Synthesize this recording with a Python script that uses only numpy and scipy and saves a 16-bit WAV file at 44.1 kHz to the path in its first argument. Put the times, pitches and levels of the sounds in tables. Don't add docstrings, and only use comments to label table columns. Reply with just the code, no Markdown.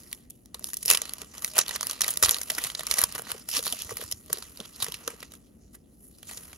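import sys
import numpy as np
from scipy import signal
from scipy.fft import rfft, irfft
from scipy.io import wavfile
from scipy.ndimage import uniform_filter1d

SR = 44100
rng = np.random.default_rng(int(sys.argv[2]) if len(sys.argv) > 2 else 0)


def digitize_waveform(pressure):
    field = np.atleast_2d(pressure).T
    bounded = np.clip(field, -1, 1)
    quanta = np.round(bounded * 32767).astype(np.int16)
    wavfile.write(sys.argv[1], SR, quanta)


N = 289737


def undb(db):
    return 10 ** (np.asarray(db) / 20)


def per_bin(table):
    hz, value = np.transpose(table)
    return np.interp(np.log(np.fft.rfftfreq(N, 1 / SR) + 1), np.log(hz + 1), value)


def colour(x, spectrum):
    gain = undb(per_bin(spectrum))
    return irfft(rfft(x) * gain / np.sqrt(np.mean(gain ** 2)), N)


def resonate(x, hz, q):
    return signal.lfilter(*signal.iirpeak(hz, q, SR), x)


# f/Hz, lead of left over right/rad
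PORT_PHASE = [(60, 0), (300, 0), (600, -.9), (1200, -.8), (2500, -1.1), (4500, -.7), (6500, -.7),
              (7400, 2.6), (8300, 3.1), (9300, 4.3), (10200, 6.3), (11500, 7.4), (12500, 9.1), (13800, 9.6),
              (15000, 12.4), (16700, 12.6)]
# f/Hz, left minus right/dB
PORT_BALANCE = [(60, -0.5), (110, 1), (200, 2.5), (380, 4), (700, -6.5), (1290, -0.5), (2380, -4.5),
                (4400, -4), (8120, -1.5), (15000, 0.5)]
def microphone_ports(pair, likeness):
    shared, own = rfft(pair)
    alike = np.clip(per_bin(likeness), 0, 1)
    tilt = undb(per_bin(PORT_BALANCE) / 2)
    right = alike * shared * np.exp(-1j * per_bin(PORT_PHASE)) + np.sqrt(1 - alike ** 2) * own
    return irfft(np.array([shared * tilt, right / tilt]), N)


# f/Hz, relative level/dB
ROOM_SPECTRUM = [(25, -18.5), (58, 1.5), (90, -5.5), (125, -7.5), (240, -3.5), (400, -14), (700, -24.5),
                 (1200, -42), (2500, -48.5), (5000, -46), (8500, -34), (12000, -39), (14000, -50),
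                 (16000, -45.5)]
# f/Hz, likeness/0-1
ROOM_LIKENESS = [(60, .96), (150, .92), (300, .7), (700, .2), (3000, .45), (6500, .45), (8000, .95),
                 (15500, .9)]
def room_tone(level_db=-55.5):
    hum = colour(rng.standard_normal((2, N)), ROOM_SPECTRUM)
    return undb(level_db) * microphone_ports(hum, ROOM_LIKENESS)


def wall_reflections(x, t60_s=0.057, level_db=-13.5):
    t = np.arange(int(.4 * SR)) / SR
    tail = rng.standard_normal((2, len(t))) * np.exp(-np.log(1000) * t / t60_s) * (t > .003)
    tail /= np.sqrt(np.sum(tail ** 2, axis=1, keepdims=True))
    dull_tail = signal.lfilter([.5], [1, -.4], tail)
    return undb(level_db) * signal.fftconvolve(x, dull_tail, axes=1)[:, :N]


# f/Hz, width/Hz, lift/dB
CORNER_BANDS = [(463, 15, 5.5), (620, 14, 7.5), (1169, 170, 2.5), (1926, 110, 6), (2960, 95, 3),
                (3870, 100, 2), (4560, 83, 2), (5080, 250, 0), (6370, 140, -3.5)]
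def counter_corner(x):
    hz = np.fft.rfftfreq(N, 1 / SR)
    lift_db = sum(db / (1 + (2 * (hz - centre) / width) ** 2) for centre, width, db in CORNER_BANDS)
    return irfft(rfft(x) * undb(lift_db), N)


# t/s of the touch, level/dB, f/Hz
HAND_KNOCKS = [(0.854, -47, 128), (0.905, -45, 83.4), (1.581, -45, 161), (1.999, -53, 191),
               (2.233, -34.5, 80.7), (2.273, -36.5, 70.0), (2.496, -48, 70.0), (2.574, -43.5, 299),
               (2.647, -44, 137), (2.908, -46, 61.9), (2.984, -45, 200), (3.026, -37, 83.4),
               (3.147, -44.5, 127), (3.265, -44.5, 250), (3.319, -47, 80.7), (3.569, -39.5, 270),
               (3.722, -44, 240), (3.846, -39, 78.1), (3.916, -40.5, 114), (4.035, -42, 94.2),
               (4.131, -40, 83), (4.309, -45, 145), (4.596, -39, 210), (4.823, -40.5, 117),
               (4.878, -43.5, 167), (4.944, -45.5, 78.1), (5.071, -45, 286)]
def hand_thuds(sigma_s=.0054, peak_delay_s=.012):
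    half = 2048
    out, t = np.zeros(N + 2 * half), np.arange(-half, half) / SR
    swell = np.exp(-.5 * (t / sigma_s) ** 2)
    for s, db, hz in HAND_KNOCKS:
        at = int((s + peak_delay_s) * SR)
        out[at:at + 2 * half] += undb(db) * swell * np.sin(2 * np.pi * (hz * t + rng.random()))
    return out[half:half + N]


# t/s of the touch, level/dB, f/Hz
FINGER_TAPS = [(0.55, -49, 443), (0.613, -46, 490), (1.018, -40, 455), (2.088, -35, 660), (2.517, -36, 620),
               (3.193, -36, 510), (3.346, -35.5, 460), (3.591, -38, 455), (3.666, -34.5, 466),
               (3.734, -40, 634), (3.917, -31.5, 450), (3.994, -40, 463), (4.02, -38.5, 455),
               (4.3, -37.5, 460), (4.337, -40, 401), (4.594, -40, 443), (4.607, -39, 455),
               (4.882, -40, 430), (5.078, -30, 450), (5.135, -43.5, 444)]
def card_taps(push_ms=3.5, q=3.):
    size = 2048
    out, t = np.zeros((2, N + size)), np.arange(size) / SR
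    for s, db, hz in FINGER_TAPS:
        push = rng.standard_normal((2, size)) * np.exp(-t * 1000 / push_ms)
        ring = resonate(resonate(push, hz, q), hz, q)
        at = int(s * SR)
        out[:, at:at + size] += undb(db) * ring / abs(ring).max(axis=1, keepdims=True)
    return out[:, :N]


# f/Hz, relative level/dB
RUSTLE_SPECTRUM = [(200, -21.5), (450, 1.5), (800, -2.5), (1250, 3.5), (2000, -6), (3000, -5.5),
                   (5000, -53.5)]
def rustle(noise):
    return colour(noise, RUSTLE_SPECTRUM)


# f/Hz, relative level/dB
FOIL_SPECTRUM = [(1500, -17), (2500, -7), (4000, -2.5), (6500, -2), (8300, 1.5), (11500, 5), (12800, 7.5),
                 (14000, -16), (15600, -7), (16100, -48), (17000, -46.5)]
def foil_bands(noise, split_hz=7730):
    foil = colour(noise, FOIL_SPECTRUM)
    filters = [signal.butter(4, split_hz, kind, fs=SR, output="sos") for kind in ("high", "low")]
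    bands = [signal.sosfilt(sos, foil) for sos in filters]
    return [band / np.std(band) for band in bands]


# t/s, sparkle/dB, body/dB, rustle lift/dB
RESTING_FINGERS = [(0.0, -52.5, -57.5, 1.5), (0.37, -83, -78, -2), (0.55, -91, -71, 3),
                   (0.8, -52.5, -59.5, -5.5), (0.99, -52, -44, 0.5), (1.19, -55, -57, 6.5),
                   (1.37, -66.5, -62, 0.5), (1.7, -58, -48.5, 1), (2.1, -57, -46.5, -0.5),
                   (2.19, -45, -49, -0.5), (2.69, -46.5, -51.5, 2), (2.84, -63, -47.5, 1),
                   (3.38, -55, -54, 5), (3.53, -67, -66, -7), (3.68, -47, -44.5, -4), (3.88, -52, -51.5, 0),
                   (4.13, -57.5, -65, 0.5), (4.94, -56.5, -69, 1.5), (5.12, -69, -74, 6),
                   (5.36, -70.5, -81, 0), (5.84, -79.5, -76.5, 0.5), (6.28, -59.5, -69.5, 0),
                   (6.42, -49, -52.5, 0), (6.57, -57, -58.5, 2.5)]
# t/s of the peak, swell/ms, fade/ms, sparkle/dB, body/dB
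FOIL_PULLS = [(.135, 110, 107, -49.5, -56), (.31, 16, 240, -60, -74), (.555, 15, 250, -59, -55.5),
              (.66, 37, 110, -40.5, -51.5), (.7, 50, 30, -41.5, -52), (.75, 20, 100, -58, -63),
              (.865, 10, 60, -33, -53), (0.909, 25, 49, -20.5, -19.5), (1.22, 52, 49, -57, -50),
              (1.345, 34, 170, -50, -46.5), (1.455, 97, 130, -41.5, -48.5), (1.584, 30, 45, -31, -25),
              (1.753, 190, 32, -42.5, -36), (1.82, 21, 100, -36, -44), (1.906, 60, 69, -39, -39),
              (2.016, 13, 220, -40.5, -36), (2.1, 73, 50, -36, -48), (2.233, 6.7, 120, -31, -26),
              (2.3, 59, 116, -37, -32), (2.649, 250, 79, -38.5, -38.5), (2.8, 30, 77, -51, -57),
              (2.917, 86, 88, -37, -39), (2.996, 62, 85, -29, -30), (3.154, 43, 35, -41, -39.5),
              (3.189, 24, 26, -35.5, -39), (3.301, 55, 160, -45, -42.5), (3.499, 18, 130, -36, -49),
              (3.568, 56, 52, -29.5, -27.5), (3.671, 54, 52, -31, -29.5), (3.75, 82, 140, -40, -42.5),
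              (3.909, 29, 39, -44, -40.5), (4.015, 110, 143, -42.5, -44), (4.334, 79, 660, -51.5, -49.5),
              (4.603, 17, 160, -69, -48.5), (4.824, 120, 540, -47.5, -45), (5.084, 28, 90, -50, -47.5),
              (5.22, 22, 110, -67, -57), (5.338, 40, 75, -63.5, -62), (5.75, 25, 18, -48.5, -58.5),
              (6.05, 154, 170, -53.5, -75), (6.304, 80, 260, -44.5, -47.5)]
def handling_levels(span_db=20, rustle_under_body_db=9.5):
    t = np.arange(N) / SR
    rest_s, *rest_db, lift_db = np.transpose(RESTING_FINGERS)
    power = undb([np.interp(t, rest_s, db) for db in rest_db]) ** 2
    for s, swell_ms, fade_ms, *peak_db in FOIL_PULLS:
        below_db = span_db * np.maximum((s - t) / swell_ms, (t - s) / fade_ms) * 1000
        active = below_db < 3 * span_db
        power[:, active] += undb(np.array(peak_db)[:, None] - below_db[active]) ** 2
    sparkle_db, body_db = 10 * np.log10(power)
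    return sparkle_db, body_db, body_db - rustle_under_body_db + np.interp(t, rest_s, lift_db)


def flicker(per_s=30., spread_db=6.5):
    hold = int(SR / per_s)
    steps = np.repeat(rng.standard_normal(N // hold + 1), hold)
    return undb(spread_db * np.sqrt(3 / 2) * uniform_filter1d(steps, hold)[:N])


FACET_MODES = [2010, 2730, 3300, 4150, 5200, 6160, 7450]
def foil_crackle(levels_db, grains_per_s=800., grain_s=.002, spread_db=3., hiss=.6):
    chance, strength = rng.random((2, N))
    folds = (chance < grains_per_s / SR) * undb(-spread_db * np.log(1 - strength))
    grains = signal.lfilter([1], [1, -np.exp(-1 / (grain_s * SR))], folds)
    rubbing = rng.standard_normal((2, N)) * (hiss + grains / np.sqrt(np.mean(grains ** 2)))
    sparkle, body = foil_bands(rubbing)
    facets = sum(flicker() * resonate(body, hz, q=5.) for hz in FACET_MODES)
    layers = [sparkle, facets / np.std(facets), rustle(rubbing / np.std(rubbing))]
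    return sum(layer * undb(db) for layer, db in zip(layers, levels_db))


def jagged_noise(rough_db=4.5, hold_s=.0004):
    hold = int(hold_s * SR)
    jumps = undb(rough_db * np.repeat(rng.standard_normal(N // hold + 1), hold)[:N])
    return rng.standard_normal((2, N)) * jumps / np.sqrt(np.mean(jumps ** 2))


def small_creases(sparkle_db, count=120, until_s=5.4):
    when, size, body, facet, ring, pocket, length = rng.random((count, 7)).T
    s = when * until_s
    db = sparkle_db[(s * SR).astype(int)] + 2 + 8 * size
    body_rel_db, body_hz = -12 + 9.8 * body, 2700 * 2.5 ** facet
    ring_rel_db, ring_hz = -22 + 14.3 * ring, 420 * 4.4 ** pocket
    return list(zip(s, db, body_rel_db, body_hz, ring_rel_db, ring_hz, 1.19 + 1.6 * length))


# t/s of the peak, sparkle level/dB, body/dB re sparkle,
# body f/Hz, pocket ring/dB re sparkle, ring f/Hz, length/ms
LOUD_CREASES = [(0.1144, -45.5, 1, 4500, -11, 480, 1.8), (0.1293, -25, -4, 3430, -13, 2140, 1.9),
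                (0.301, -39, -10, 6700, -32, 420, 2.1), (0.3061, -34.5, -13, 6700, -36, 420, 2.2),
                (0.459, -44, -6, 5300, -17, 426, 2), (0.5457, -32.5, 0, 4000, -10, 985, 2.7),
                (0.5947, -30.5, -19, 6300, -19, 1060, 1.2), (0.6257, -54.5, 8, 5800, 2, 420, 2.3),
                (0.643, -23, -1.5, 5800, -29, 2540, 1.3), (0.7343, -26, -6, 6950, -14, 1750, 2.3),
                (0.7418, -24, -7, 6000, -35, 1270, 2), (0.7709, -24, -8, 6300, -32, 420, 2.5),
                (0.7882, -42, -9, 6300, -22, 420, 1.5), (0.8165, -46, -17, 5000, -21, 420, 1.7),
                (0.8294, -28, -5, 6240, -19, 2420, 3.1), (0.8535, -30, -3, 6100, -20, 2370, 2.2),
                (0.8594, -16, -11, 6060, -25, 420, 1.8), (0.881, -18.5, -2, 5460, -18, 1870, 2.3),
                (0.8877, -18.5, -17, 6200, -33, 1840, 0.8), (0.9019, -8.5, -4, 4600, -21.5, 2500, 3.3),
                (0.9127, -11, -7, 6960, -15, 1920, 1.15), (0.9265, -23, -15, 6100, -5, 2400, 1.4),
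                (0.9355, -20.5, -2, 2720, -9, 1900, 3.1), (0.9488, -21, 1.5, 3000, -5.5, 2410, 4.1),
                (0.9736, -23, -1, 2770, -12, 1980, 3.6), (1.0184, -23.5, 2.5, 6400, -10.5, 680, 2.1),
                (1.0548, -43, 8.5, 2680, -2, 1940, 1.9), (1.0942, -32, 1.5, 4400, -8, 2500, 1.9),
                (1.1359, -21.5, -10, 6240, -33, 2050, 1.5), (1.183, -36, -6, 3600, -9, 1250, 1.2),
                (1.218, -34.5, 0.5, 3040, -4.5, 420, 3.2), (1.246, -47, -1, 6170, -8, 420, 2.0),
                (1.382, -40.5, 5, 6360, -8, 1160, 3.9), (1.4225, -31.5, -5, 6500, -13, 1290, 2.7),
                (1.4466, -18, -1.5, 6160, -10.5, 1990, 1.64), (1.4696, -31, -20, 5900, -24, 2000, 1.7),
                (1.5365, -37.5, -5, 3500, -17, 1000, 1.7), (1.5565, -28, -6, 2780, -13, 1400, 1.3),
                (1.5696, -25.5, -2, 3900, -3, 720, 2.0), (1.5821, -11, -12, 5850, -10, 1280, 1.6),
                (1.589, -12, 1.5, 5900, -8.5, 1220, 3), (1.6127, -32, 9.5, 3800, -1.5, 1660, 1.4),
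                (1.6631, -44, 11, 3080, -5, 1250, 2.2), (1.6824, -24.5, -1, 4400, -20, 1210, 1.3),
                (1.6931, -28, 2.5, 3870, -8.5, 990, 2.5), (1.7106, -36, 7, 2720, 3.5, 1990, 3.1),
                (1.76, -26, -1, 4200, -6, 1880, 3.6), (1.8102, -23.5, 4, 6270, -5.5, 1080, 1.13),
                (1.8306, -23.5, 1, 5900, -6, 1150, 1.7), (1.8458, -38, -7, 4500, -11, 1240, 1.7),
                (1.8701, -19, -7, 5100, -18, 2500, 1.8), (1.8979, -32.5, 4.5, 6100, -5, 1270, 3.6),
                (1.9117, -21.5, -3.5, 3260, -30, 2500, 1.4), (1.9328, -38, 0, 2800, -10, 1390, 2.2),
                (2.009, -21, 1, 6150, -5, 1940, 2.8), (2.0184, -18, -1, 5600, -25, 1930, 4.1),
                (2.044, -25, 2, 4030, -1.5, 1970, 2.2), (2.0818, -20.5, -1, 6850, -14.5, 1750, 3.3),
                (2.09, -28, 5.5, 3780, -2, 674, 1.2), (2.1066, -22.5, -14, 6700, -25, 1950, 8.8),
                (2.139, -29.5, -4, 6400, -20, 1770, 1.9), (2.1593, -38, 1, 2800, -8, 1860, 1.9),
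                (2.1729, -18.5, -5, 5200, -20.5, 1110, 1.9), (2.1986, -57, -1, 6400, -7, 1990, 1.1),
                (2.2275, -11, -5.5, 6000, -10.5, 1830, 3.2), (2.2359, -21, 4, 2920, 2.5, 1310, 1.6),
                (2.2482, -17.5, -1.5, 4100, -41, 1360, 2.3), (2.26, -19.5, 0, 2960, -10.5, 1640, 1.8),
                (2.2932, -15, -1.5, 3140, -19, 1230, 2.2), (2.3103, -10, -10, 6300, -27, 515, 1.5),
                (2.3179, -19.5, -16, 3100, -17, 750, 1.5), (2.3456, -22.5, 0.5, 4000, -15, 1750, 2.1),
                (2.3665, -37, 7, 3100, 4, 2210, 1.8), (2.3859, -29.5, -1, 4300, -17, 704, 1.7),
                (2.4152, -26, 0.5, 6200, -9, 2200, 2.4), (2.4336, -29, -8, 5900, -21, 1960, 2.9),
                (2.5022, -21.5, -0.5, 3100, -8, 1900, 4.3), (2.5183, -26, -12, 4600, -15, 2010, 1.5),
                (2.5685, -46, 7, 3500, 5, 714, 1.2), (2.584, -23.5, -5, 5800, -1, 1890, 4.1),
                (2.6403, -30, 3, 4000, -19, 1960, 3.7), (2.6483, -28.5, 1, 6100, -10, 2000, 2.7),
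                (2.6705, -28.5, -5.5, 3000, -11, 1190, 2.3), (2.7012, -36.5, 6, 2960, -1.5, 2010, 2.4),
                (2.751, -35, 10, 3930, -3.5, 1960, 3), (2.7947, -30, 1.5, 3900, -5, 600, 2.6),
                (2.8085, -34, -1.5, 3400, -0.5, 2010, 3), (2.8343, -29.5, -15, 6700, -7.5, 1200, 1.7),
                (2.8689, -24.5, 1, 5500, -15, 1350, 2.3), (2.8737, -33, -3, 5730, 2, 2160, 1.4),
                (2.9129, -17, 0.5, 3940, -9.5, 2200, 2.1), (2.9233, -30.5, -2, 3000, -3, 1560, 2),
                (2.9408, -22.5, 1, 6300, -9, 2310, 2.6), (2.9718, -31, -5, 5100, -8, 1100, 4.5),
                (2.9855, -21, 1.5, 5830, -5, 1940, 2.2), (2.9908, -13.5, -10, 4470, -18, 1580, 2),
                (3.0082, -23.5, -6, 4000, -17, 1960, 1.3), (3.0162, -10, -17, 6900, -15, 1650, 1.3),
                (3.0291, -29, -4, 4100, 0, 1390, 1.6), (3.0388, -10, -5.5, 5740, -13, 1050, 2),
                (3.1244, -30.5, -6, 5000, -19, 2210, 1.8), (3.151, -29.5, -11, 6100, -5.5, 1280, 3.1),
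                (3.1586, -33.5, -2, 5100, 1, 1240, 2.6), (3.1812, -29, -13, 7100, -6, 1560, 2.5),
                (3.1953, -33, -4, 3100, 0.5, 754, 1.7), (3.2205, -30, -22, 6900, -14, 640, 2),
                (3.2698, -44, -6, 2500, 8, 1950, 2.1), (3.2991, -42.5, 1, 3670, 3, 1100, 3.2),
                (3.3172, -22, -6, 2750, -11.5, 1060, 2.4), (3.4896, -26.5, -6, 5300, -13, 2030, 2.4),
                (3.5218, -30, -11, 6000, -31, 420, 1.2), (3.5385, -26, -1, 5300, -11, 1170, 1.4),
                (3.5677, -30.5, 6.5, 5300, -10, 1900, 4.6), (3.5921, -29, 6, 4030, -1, 463, 1.6),
                (3.6273, -25.5, -7, 6800, -16, 420, 1.2), (3.6391, -35, 4, 3100, -22, 2280, 1.9),
                (3.6592, -21, -11, 3100, -23, 1990, 1.1), (3.6669, -25.5, -3, 5900, -4, 1060, 2.2),
                (3.6823, -36, -8, 5900, -14, 1030, 1.2), (3.7071, -39, -11, 3100, -30, 1120, 2.3),
                (3.7265, -23.5, -3.5, 3000, -15.5, 685, 4.4), (3.7899, -37, 3, 6500, -18, 1140, 2.6),
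                (3.8207, -22.5, -10, 6100, -39, 1100, 1.3), (3.8351, -39, -6, 2900, -23, 420, 1.8),
                (3.8482, -37, -4, 5800, -9, 420, 1.8), (3.8938, -35, -6, 6100, 0.5, 2010, 1.5),
                (3.9094, -31.5, -14, 3000, -2.5, 1200, 2.1), (3.9704, -25, -8.5, 5200, -12.5, 2060, 2.6),
                (4.0144, -32, -12, 2900, -5, 1550, 2.2), (4.0392, -32.5, -8, 5900, -8, 990, 2.1),
                (4.1146, -27.5, -5, 3180, -27, 810, 3.9), (4.1239, -25.5, 4, 5460, -18, 674, 2.4),
                (4.3014, -43, 0, 4800, 2.5, 507, 5.3), (4.3301, -12.5, -10.5, 6500, -18.5, 1740, 1.97),
                (4.3725, -41, 8, 4600, 3, 417, 1.4), (4.3849, -37.5, -5, 5100, -5, 420, 4.7),
                (4.425, -41.5, 5.5, 4500, -2, 1250, 3.9), (4.4947, -49, -22, 5200, -32, 420, 1.3),
                (4.5739, -40.5, 2, 4400, -18, 1170, 1.6), (4.6029, -40.5, 11.5, 3520, 6, 430, 1.43),
                (4.6536, -51, 7.5, 4450, 1, 1200, 3.2), (4.7615, -39, -3, 4900, -19, 420, 1.4),
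                (4.8021, -39, 2, 4440, -8, 1220, 1.9), (4.8131, -34, -9, 3800, -21, 1100, 1.5),
                (4.8261, -22, -5, 3750, -12.5, 1060, 7.2), (4.8448, -26, -3, 6000, -12, 1590, 3),
                (4.8657, -36.5, 0, 3000, 6.5, 1220, 1.4), (4.8844, -34, -0.5, 2700, -3, 433, 2),
                (4.9219, -30.5, -1, 2980, -14, 1000, 2.5), (4.943, -31, 1, 2700, -9, 2500, 2.1),
                (5.0782, -27.5, 4, 5870, 1, 1300, 2.8), (5.1036, -37, -8, 5900, -6, 2200, 2.1),
                (5.2049, -43, -1, 5340, -11, 1280, 3.5), (5.2294, -40, 1, 2640, 4.5, 2460, 3.2),
                (5.3206, -42, -3, 3300, -7.5, 526, 2.0), (5.3382, -46.5, 1, 7060, -3.5, 1320, 4.6),
                (5.3532, -43, -8, 3480, -18.5, 420, 1.9), (5.7493, -52, -13, 3300, -5.5, 1890, 11.6),
                (6.1859, -47.5, -4, 2595, -13, 424, 2.1), (6.2308, -40.5, -3.5, 3500, -6, 2460, 2.6),
                (6.2703, -46, -11, 5900, -31, 420, 1.4), (6.2955, -43, -16, 2530, -0.5, 2440, 5.3),
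                (6.3127, -36.5, -1, 3200, -5.5, 480, 2.2), (6.3437, -41, -14, 4600, -28, 420, 1.1),
                (6.3564, -50, -15, 6700, -24, 420, 1.1), (6.3741, -40, 3.5, 6950, -13, 420, 7.2),
                (6.5318, -46, 4, 2500, 4, 2330, 2.8)]
def crease_snaps(sparkle_db, rise=.32, fall=.71, broad=.5, papery=.75, ring_slower=1.55):
    creases = LOUD_CREASES + small_creases(sparkle_db)
    lead, size = 512, 2048
    padding = ((0, 0), (0, size))
    out, t = np.zeros((2, N + size)), (np.arange(size) - lead) / SR
    high, low = (np.pad(band, padding, "wrap") for band in foil_bands(jagged_noise()))
    drive = rng.standard_normal((2, N + size))
    paper = np.pad(rustle(drive[::-1, :N]), padding, "wrap")
    for s, db, body_rel_db, body_hz, ring_rel_db, ring_hz, ms in creases:
        at = slice(int(s * SR), int(s * SR) + size)
        rise_s, fall_s = rise * ms / 1000, fall * ms / 1000
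        buckle = np.where(t < 0, np.exp(-.5 * (t / rise_s) ** 2), np.exp(-t / fall_s))
        sparkle, body = high[:, at] * buckle, low[:, at] * buckle
        body = broad * body + resonate(body, body_hz, q=6.7)
        ring = resonate(drive[:, at] * buckle ** (1 / ring_slower), ring_hz, q=4.)
        ring = ring / np.std(ring) + papery * paper[:, at] * buckle / np.std(buckle)
        for part, rel_db in ((sparkle, 0), (body, body_rel_db), (ring, ring_rel_db)):
            to_buckle_energy = np.sqrt(np.sum(buckle ** 2) / np.sum(part ** 2, axis=1, keepdims=True))
            out[:, at] += undb(db + rel_db) * part * to_buckle_energy
    return out[:, lead:lead + N]


# f/Hz, likeness/0-1
CLOSE_LIKENESS = [(60, .97), (250, .85), (500, .72), (1200, .84), (2500, .7), (4500, .78), (6500, .6),
                  (8000, .95), (12500, .91), (14000, .7), (15500, .92)]
def scene():
    levels_db = handling_levels()
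    snaps = crease_snaps(sparkle_db=levels_db[0])
    wrapper = snaps + wall_reflections(snaps) + foil_crackle(levels_db) + card_taps()
    close = microphone_ports(counter_corner(wrapper), CLOSE_LIKENESS)
    return close + hand_thuds() + room_tone()


def record(dry):
    low_cut = signal.butter(2, 38, "high", fs=SR, output="sos")
    top_cut = signal.ellip(10, .2, 90, 16900, fs=SR, output="sos")
    clipped = np.clip(signal.sosfilt(low_cut, dry), -1, 1)
    return signal.sosfilt(top_cut, clipped)


dry = scene()
out = record(dry)
digitize_waveform(out)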